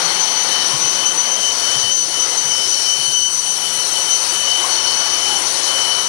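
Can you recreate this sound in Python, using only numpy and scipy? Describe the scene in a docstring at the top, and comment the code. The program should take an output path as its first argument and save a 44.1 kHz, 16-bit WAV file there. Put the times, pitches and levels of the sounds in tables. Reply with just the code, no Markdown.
"""A steam valve sings a wavering high whine with an octave shriek in a ship's steel machinery space.
Filtered noise makes the steam hiss, blower roar, deck rumble and brief resonant flares; sines make the tones.
Dense echoes make the tones beat, and soft noise pushes ring a few low modes as dull bumps.
A swinging hand-held tape camera shifts the balance, rides the gain and adds hum and line whistle;
the sound is on the left channel, with faint crosstalk on the right."""
import sys
import numpy as np
from scipy import signal
from scipy.fft import rfft, irfft
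from scipy.io import wavfile
from scipy.ndimage import uniform_filter1d

SR = 44100
rng = np.random.default_rng(int(sys.argv[2]) if len(sys.argv) > 2 else 0)


def unload_wav(signal):
    """Save mono or channel-first audio to the path in sys.argv[1] as 16-bit WAV at rate SR, clipped to [-1, 1]."""
    wavfile.write(
        sys.argv[1],
        SR,
        np.round(np.clip(np.atleast_2d(signal).T, -1, 1) * 32767).astype(np.int16),
    )


N = 268425
T = np.arange(N) / SR
HZ = np.maximum(np.arange(N // 2 + 1) * SR / N, 1)
ROOM_T60_S = 0.32


def undb(db):
    """Decibels to gain."""
    return 10 ** (np.asarray(db) / 20)


def unit(x):
    """Scale to rms 1."""
    return x / np.sqrt(np.mean(x ** 2))


def curves(table):
    """Level columns of a time table, interpolated per sample."""
    time_s, *columns = np.transpose(table)
    return [np.interp(T, time_s, column) for column in columns]


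def walk(corner_hz):
    """Low-passed random curve of rms 1."""
    spectrum = rfft(rng.standard_normal(N))
    return unit(irfft(spectrum / (1 + (HZ / corner_hz) ** 4), N))


def bell(center_s, reach_s):
    """Gaussian in time, 1 at the centre, exp(-2) at reach_s either side."""
    return np.exp(-2 * ((T - center_s) / reach_s) ** 2)


def resonance(hz, width_hz):
    """Complex response of one mode, gain 1 at its centre."""
    return 1 / (1 + 1j * (HZ / hz - hz / HZ) * hz / width_hz)


def patchy(x, depth_db, rate_hz=2.3, size=1024):
    """Narrow bands swell and fade separately as the microphone moves through room interference."""
    _, frame_s, bands = signal.stft(x, SR, nperseg=size)
    field = uniform_filter1d(rng.standard_normal(bands.shape), size=4, axis=0)
    rates_hz = np.arange(len(frame_s) // 2 + 1) / frame_s[-1]
    field = unit(irfft(rfft(field) / (1 + (rates_hz / rate_hz) ** 2), len(frame_s)))
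    return signal.istft(bands * undb(depth_db * field), SR, nperseg=size)[1][:N]


def turbulence(spectrum, modes=(), patchy_db=1.2):
    """Flow noise with a broad colour, lifted in power where duct or pipe resonates."""
    hz, db = np.transpose(spectrum)
    colour = undb(np.interp(np.log(HZ), np.log(hz), db))
    lift = 1 + sum(np.abs(undb(mode_db) * resonance(mode_hz, width_hz)) ** 2
                   for mode_hz, width_hz, mode_db in modes)
    noise = irfft(rfft(rng.standard_normal(N)) * colour * np.sqrt(lift), N)
    return unit(patchy(noise, patchy_db))


def room(x):
    """Dense, exponentially decaying reflections from steel walls."""
    t = T[T < ROOM_T60_S]
    echoes = rng.standard_normal(len(t)) * np.exp(-np.log(1000) * t / ROOM_T60_S)
    return unit(irfft(rfft(x) * rfft(echoes, N), N))


def partial(phase, echo_db, steadiness):
    """Tone beating against its echoes; steadiness 1 levels the slow swell, keeps quick beats."""
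    direct = np.sin(phase)
    tone = direct + undb(echo_db) * room(direct)
    swell_power = uniform_filter1d(tone ** 2, size=3000)
    return unit(tone / swell_power ** (steadiness / 2))


def swelling(events, rest_db, attack_s, release_s):
    """Level [dB] that rises from rest, holds and falls back at each event."""
    gain = rest = undb(rest_db)
    for start_s, length_s, db in events:
        rise = (T - start_s) / attack_s
        fall = (start_s + length_s - T) / release_s
        ramp = np.clip(np.minimum(rise, fall) + .5, 0, 1)
        gain = gain + (undb(db) - rest) * np.sin(np.pi / 2 * ramp) ** 2
    return 20 * np.log10(np.maximum(gain, rest / 2))


# whine swells: (start [s], length [s], level before trim [dB])
WHINE_SWELLS = [(.13, .2, -31), (.52, 0.098, -25), (1.0, .13, -25), (1.425, 0.089, -23),
                (1.643, 0.1474, -24.5), (1.83, 0.099, -23), (2.15, 0.067, -27), (2.5, 0.138, -25),
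                (2.74, 0.055, -28.5), (2.86, 0.113, -23.5), (3.0, 0.117, -25), (3.14, 0.1624, -22),
                (3.635, 0.055, -26.5), (3.77, 0.064, -28), (3.94, 0.068, -26), (4.07, 0.0887, -25),
                (4.36, .1, -26), (4.47, 0.145, -21.5), (4.695, .04, -28), (4.775, 0.043, -25),
                (4.84, 0.0844, -23.5), (5.01, 0.051, -26.5), (5.14, 0.039, -26), (5.23, 0.18, -25),
                (5.68, 0.34, -24.5)]
# octave shrieks: (start [s], length [s], level before trim [dB])
OCTAVE_SHRIEKS = [(0.205, 0.045, -20), (0.363, 0.078, -23), (0.653, 0.03, -21.5), (0.818, 0.097, -20.5),
                  (0.93, 0.028, -23), (1.058, 0.041, -18), (1.179, 0.043, -18.5), (1.317, 0.044, -20.5),
                  (1.437, 0.064, -22.5), (1.788, 0.052, -22.5), (1.907, 0.13, -19.5), (2.194, 0.064, -20),
                  (2.288, 0.04, -24.5), (2.37, 0.066, -21.5), (2.464, 0.076, -22), (2.685, 0.06, -22),
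                  (2.895, 0.073, -23.5), (3.065, 0.034, -23), (3.125, 0.16, -21), (3.325, 0.046, -22.5),
                  (3.494, 0.033, -20.5), (4.009, 0.04, -23), (4.105, 0.065, -19), (4.288, 0.019, -21.5),
                  (4.703, 0.03, -23), (4.975, 0.037, -21.5), (5.127, 0.025, -21.5)]
# whine dropouts: (deepest time [s], reach either side [s])
WHINE_DROPOUTS = [(0.066, 0.079), (0.795, .05), (1.164, 0.036), (2.072, 0.039), (2.274, .04), (3.387, .12),
                  (3.885, .06), (4.04, 0.028), (4.264, 0.059), (4.675, 0.019), (4.753, .015),
                  (4.827, 0.014), (5.468, 0.1125)]
WHINE_HZ, SAG_HZ_PER_S, FLATTEN_HZ_PER_DB = 3039, 2.4, 1.0
WHINE_ATTACK_S, WHINE_RELEASE_S = 0.051, 0.054
OCTAVE_ATTACK_S, OCTAVE_RELEASE_S = 0.02, 0.031
# resting levels before trim
WHINE_DB, OCTAVE_DB, OCTAVE_FADE_DB_PER_S = -31.5, -28, 0.28
DROPOUT_DB = -9


def valve(first_trim_db=0.83, octave_trim_db=1.0, third_db=-47):
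    """Steam past a valve edge whistles; flow flutters pitch and level, the whine flattens as it swells."""
    whine_rest_db = WHINE_DB + 2 * walk(12)
    octave_rest_db = OCTAVE_DB - OCTAVE_FADE_DB_PER_S * T + 3.0 * walk(30)
    whine_db = swelling(WHINE_SWELLS, whine_rest_db, WHINE_ATTACK_S, WHINE_RELEASE_S)
    whine_db = whine_db + DROPOUT_DB * sum(bell(s, reach_s) for s, reach_s in WHINE_DROPOUTS)
    octave_db = swelling(OCTAVE_SHRIEKS, octave_rest_db, OCTAVE_ATTACK_S, OCTAVE_RELEASE_S)

    flatten_hz = FLATTEN_HZ_PER_DB * (whine_db - WHINE_DB)
    hz = WHINE_HZ - SAG_HZ_PER_S * T - flatten_hz + 15 * walk(16)
    rasp = walk(250)
    low_phase = 2 * np.pi * np.cumsum(hz + 16 * rasp) / SR
    high_hz = 2 * hz - 22 + 20 * walk(35) + 22 * rasp
    high_phase = 2 * np.pi * np.cumsum(high_hz) / SR

    first_gain = undb(whine_db + first_trim_db + .6 * walk(14))
    octave_gain = undb(octave_db + octave_trim_db + .5 * walk(40))
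    third_gain = undb(third_db + 2.5 * walk(5.7))
    first = first_gain * partial(low_phase, echo_db=-12, steadiness=1)
    octave = octave_gain * partial(high_phase, echo_db=-12, steadiness=1)
    third = third_gain * partial(3 * low_phase, echo_db=12, steadiness=.3)
    return first + octave + third


def side_whistle(pipe_db, hz=4395, waver_hz=40, below_db=-14, fade_db=4.0):
    """A pipe mode on the edge of whistling wavers in pitch and level."""
    phase = 2 * np.pi * np.cumsum(hz + waver_hz * walk(30.7)) / SR
    gain = undb(pipe_db + below_db + fade_db * walk(9.5))
    return gain * partial(phase, echo_db=-8, steadiness=0.46)


# pipe noise colour: (frequency [Hz], relative density [dB per Hz])
PIPE_SPECTRUM = [(2500, -23), (3600, -12), (4100, -8.5), (4500, 0), (4720, -8.5), (5050, -9), (5250, 0),
                 (5750, 0), (5950, 4), (6350, -5), (6620, -10.5), (8000, -36)]
# pipe cross modes: (frequency [Hz], width [Hz], level over broad noise [dB])
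PIPE_CROSS_MODES = [(3903, 40, 6.5), (4170, 51, 7.5), (4370, 90, 1.5), (4800, 40, 7), (5152, 50, 2),
                    (5000, 60, 1), (5620, 73, 2), (6900, 156, 10)]
# throttle hiss colour: (frequency [Hz], relative density [dB per Hz])
JET_SPECTRUM = [(5000, -15), (6900, -4.5), (7800, -0.5), (8450, 1), (8800, -1), (9250, 5.5), (10000, 0.5),
                (11000, -2.5), (11700, -14), (12700, -18.5), (14300, -56), (15500, -42)]


def steam(pipe_db, jet_db, pipe_trim_db=1.12, jet_trim_db=0.66, flicker_db=0.8):
    """Steam rings the pipe's cross modes and hisses at the throttle; both flicker with the flow."""
    pipe_gain = undb(pipe_db + pipe_trim_db + flicker_db * walk(11))
    jet_gain = undb(jet_db + jet_trim_db + flicker_db * walk(14.4))
    pipe = turbulence(PIPE_SPECTRUM, PIPE_CROSS_MODES, patchy_db=2.46) * pipe_gain
    jet = turbulence(JET_SPECTRUM, patchy_db=1.84) * jet_gain
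    return pipe + jet


# duct noise colour: (frequency [Hz], relative density [dB per Hz])
ROAR_SPECTRUM = [(100, -45), (280, -15.5), (370, -8), (620, -6), (880, 0.5), (1200, -3), (1450, -2),
                 (1620, -6), (2000, -5), (2450, -7.5), (3200, -4.5), (5000, -12), (8000, -52.5)]
# duct resonances: (frequency [Hz], width [Hz], level over broad noise [dB])
DUCT_RESONANCES = [(340.6, 35, 6), (429, 23, 1.5), (534, 45, 5), (682, 13, 2.5), (2740, 60, -8)]
# rotor tones: (mean frequency [Hz], mean level [dB])
ROTOR_TONES = [(175, -58), (350, -55), (699.5, -53)]


def blowers(roar_db, trim_db=2.0, surge_db=0.33, drift=0.0032):
    """Air roars in resonant ducts; rotor tones drift together in pitch and fade separately."""
    roar_gain = undb(roar_db + trim_db + surge_db * walk(15.0))
    sound = turbulence(ROAR_SPECTRUM, DUCT_RESONANCES) * roar_gain
    phase_per_hz = 2 * np.pi * np.cumsum(1 + drift * walk(3.6)) / SR
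    for hz, db in ROTOR_TONES:
        sound = sound + undb(db + 1.7 * walk(0.41)) * unit(np.sin(hz * phase_per_hz))
    return sound


# plating noise colour: (frequency [Hz], relative density [dB per Hz])
DECK_SPECTRUM = [(20, -23), (50, -22), (75, -11), (100, -10), (140, 0), (185, 2.5), (215, -1), (245, 4.5),
                 (300, 0), (600, -25.5)]
# deck rumble before trim: (time [s], level [dB])
DECK_LEVELS = [(0.0, -48.5), (0.96, -46), (3.12, -55.5), (3.19, -58), (3.44, -53.5), (6.05, -52),
               (6.09, -51)]


def deck(trim_db=3):
    """Plating rumbles under the machines as low filtered noise."""
    return turbulence(DECK_SPECTRUM) * undb(curves(DECK_LEVELS)[0] + trim_db)


# brief resonances: (top time [s], reach either side [s], frequency [Hz],
# width before squaring the response [Hz], level [dB])
RESONANT_FLARES = [(0.059, 0.24, 172, 25, -41), (0.08, 0.18, 4360, 50, -27), (1.4, 0.079, 3230, 60, -35),
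                   (2.606, 0.21, 5350, 260, -27.5), (2.851, 0.2, 5570, 320, -24.5),
                   (2.86, .05, 4815, 40, -33), (3.037, 0.079, 4360, 30.1, -31),
                   (3.038, 0.074, 9080, 120, -33), (4.66, 0.082, 1090, 160, -30),
                   (5.34, 0.16, 820, 70, -33.5)]


def flares():
    """Flow briefly drives one resonance harder, so narrow-band noise sings out."""
    out = np.zeros(N)
    for top_s, reach_s, hz, width_hz, db in RESONANT_FLARES:
        ring = unit(irfft(rfft(rng.standard_normal(N)) * resonance(hz, width_hz) ** 2, N))
        out += undb(db) * ring * bell(top_s, reach_s)
    return out


# dull bumps: (push-envelope peak time [s], peak level [dB])
BUMP_EVENTS = [(0.733, -28), (0.824, -34.5), (1.755, -32.5), (1.839, -33), (2.449, -38), (2.987, -37),
               (3.082, -38), (3.779, -41), (3.914, -41)]
# modes a bump rings: (frequency [Hz], width [Hz], relative level before body response [dB])
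BUMP_RING_MODES = [(117, 16, -12), (132, 23, 12), (148, 20, 3), (178, 22, -5)]


def bumps(contact_s=0.01275):
    """Soft, scuffing noise pushes ring a few low modes."""
    t, out = T[:SR // 2], np.zeros(N)
    modes = sum(undb(db) * resonance(hz, width_hz) for hz, width_hz, db in BUMP_RING_MODES)
    body = resonance(143, 90)
    ring = irfft(modes * body, N)[:len(t)]
    for peak_s, db in BUMP_EVENTS:
        push = rng.standard_normal(len(t)) * t * np.exp(-t / contact_s)
        thud = signal.fftconvolve(push, ring)[:len(t)]
        thud = thud / np.abs(thud).max() * undb(db)
        start = int((peak_s - contact_s) * SR)
        out[start:start + len(t)] += thud[:N - start]
    return out


# balance as the microphone turns, before source trims:
# (time [s], blower roar level [dB], pipe steam level [dB], jet hiss level [dB])
FACING_LEVELS = [(0.0, -26, -24.5, -30.5), (0.34, -28.5, -24.5, -31.5), (1.37, -30.5, -26.5, -31.5),
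                 (1.49, -32, -25.5, -30.5), (1.75, -29.5, -24, -29.5), (1.98, -36, -26.5, -34),
                 (2.24, -31, -25.5, -31), (3.0, -34.5, -26, -29.5), (3.2, -38, -27.5, -31),
                 (3.49, -35.5, -29.5, -30), (3.88, -31.5, -25.5, -28), (4.46, -30, -26.5, -29),
                 (4.53, -30, -26.5, -30), (4.66, -28.5, -24.5, -28.5), (4.78, -30, -25, -30.5),
                 (5.39, -29.5, -26, -29.5), (5.49, -29.5, -24.5, -28.5), (6.09, -30, -25.5, -30.5)]


def scene():
    """All the machinery at one microphone, on two equal channels."""
    roar_db, pipe_db, jet_db = curves(FACING_LEVELS)
    sound = valve() + side_whistle(pipe_db) + steam(pipe_db, jet_db)
    sound = sound + blowers(roar_db) + deck() + flares() + bumps()
    return np.array([sound, sound])


def gain_control(x, knee_db=-19, slope=0.48, follow_s=0.034, makeup_db=-0.08):
    """Turn everything down as smoothed power passes the knee."""
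    keep = np.exp(-1 / (follow_s * SR))
    power = signal.lfilter([1 - keep], [1, -keep], x ** 2)
    level_db = 10 * np.log10(power + 1e-12)
    return x * undb(makeup_db - slope * np.maximum(level_db - knee_db, 0))


# camera hum and line whistle: (frequency [Hz], level before output gain [dB])
CAMERA_HUM_TONES = [(36, -66), (60, -60.5), (84, -61.5), (15734, -60.5)]
TOP_HZ = 15900


def record(dry, leak_db=-59):
    """Camera gain control, peak rounding, hum, right-channel crosstalk and steep low-pass."""
    sound = gain_control(dry)
    sound = sound / (1 + (sound / .42) ** 8) ** (1 / 8)
    hum = sum(undb(db) * unit(np.sin(2 * np.pi * hz * T)) for hz, db in CAMERA_HUM_TONES)
    channel_gains = np.array([[1], [undb(leak_db)]])
    tracks = 2 * (sound + hum) * channel_gains
    low_pass = signal.ellip(10, .1, 80, TOP_HZ, fs=SR, output="sos")
    return signal.sosfilt(low_pass, tracks)


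dry = scene()
out = record(dry)
unload_wav(out)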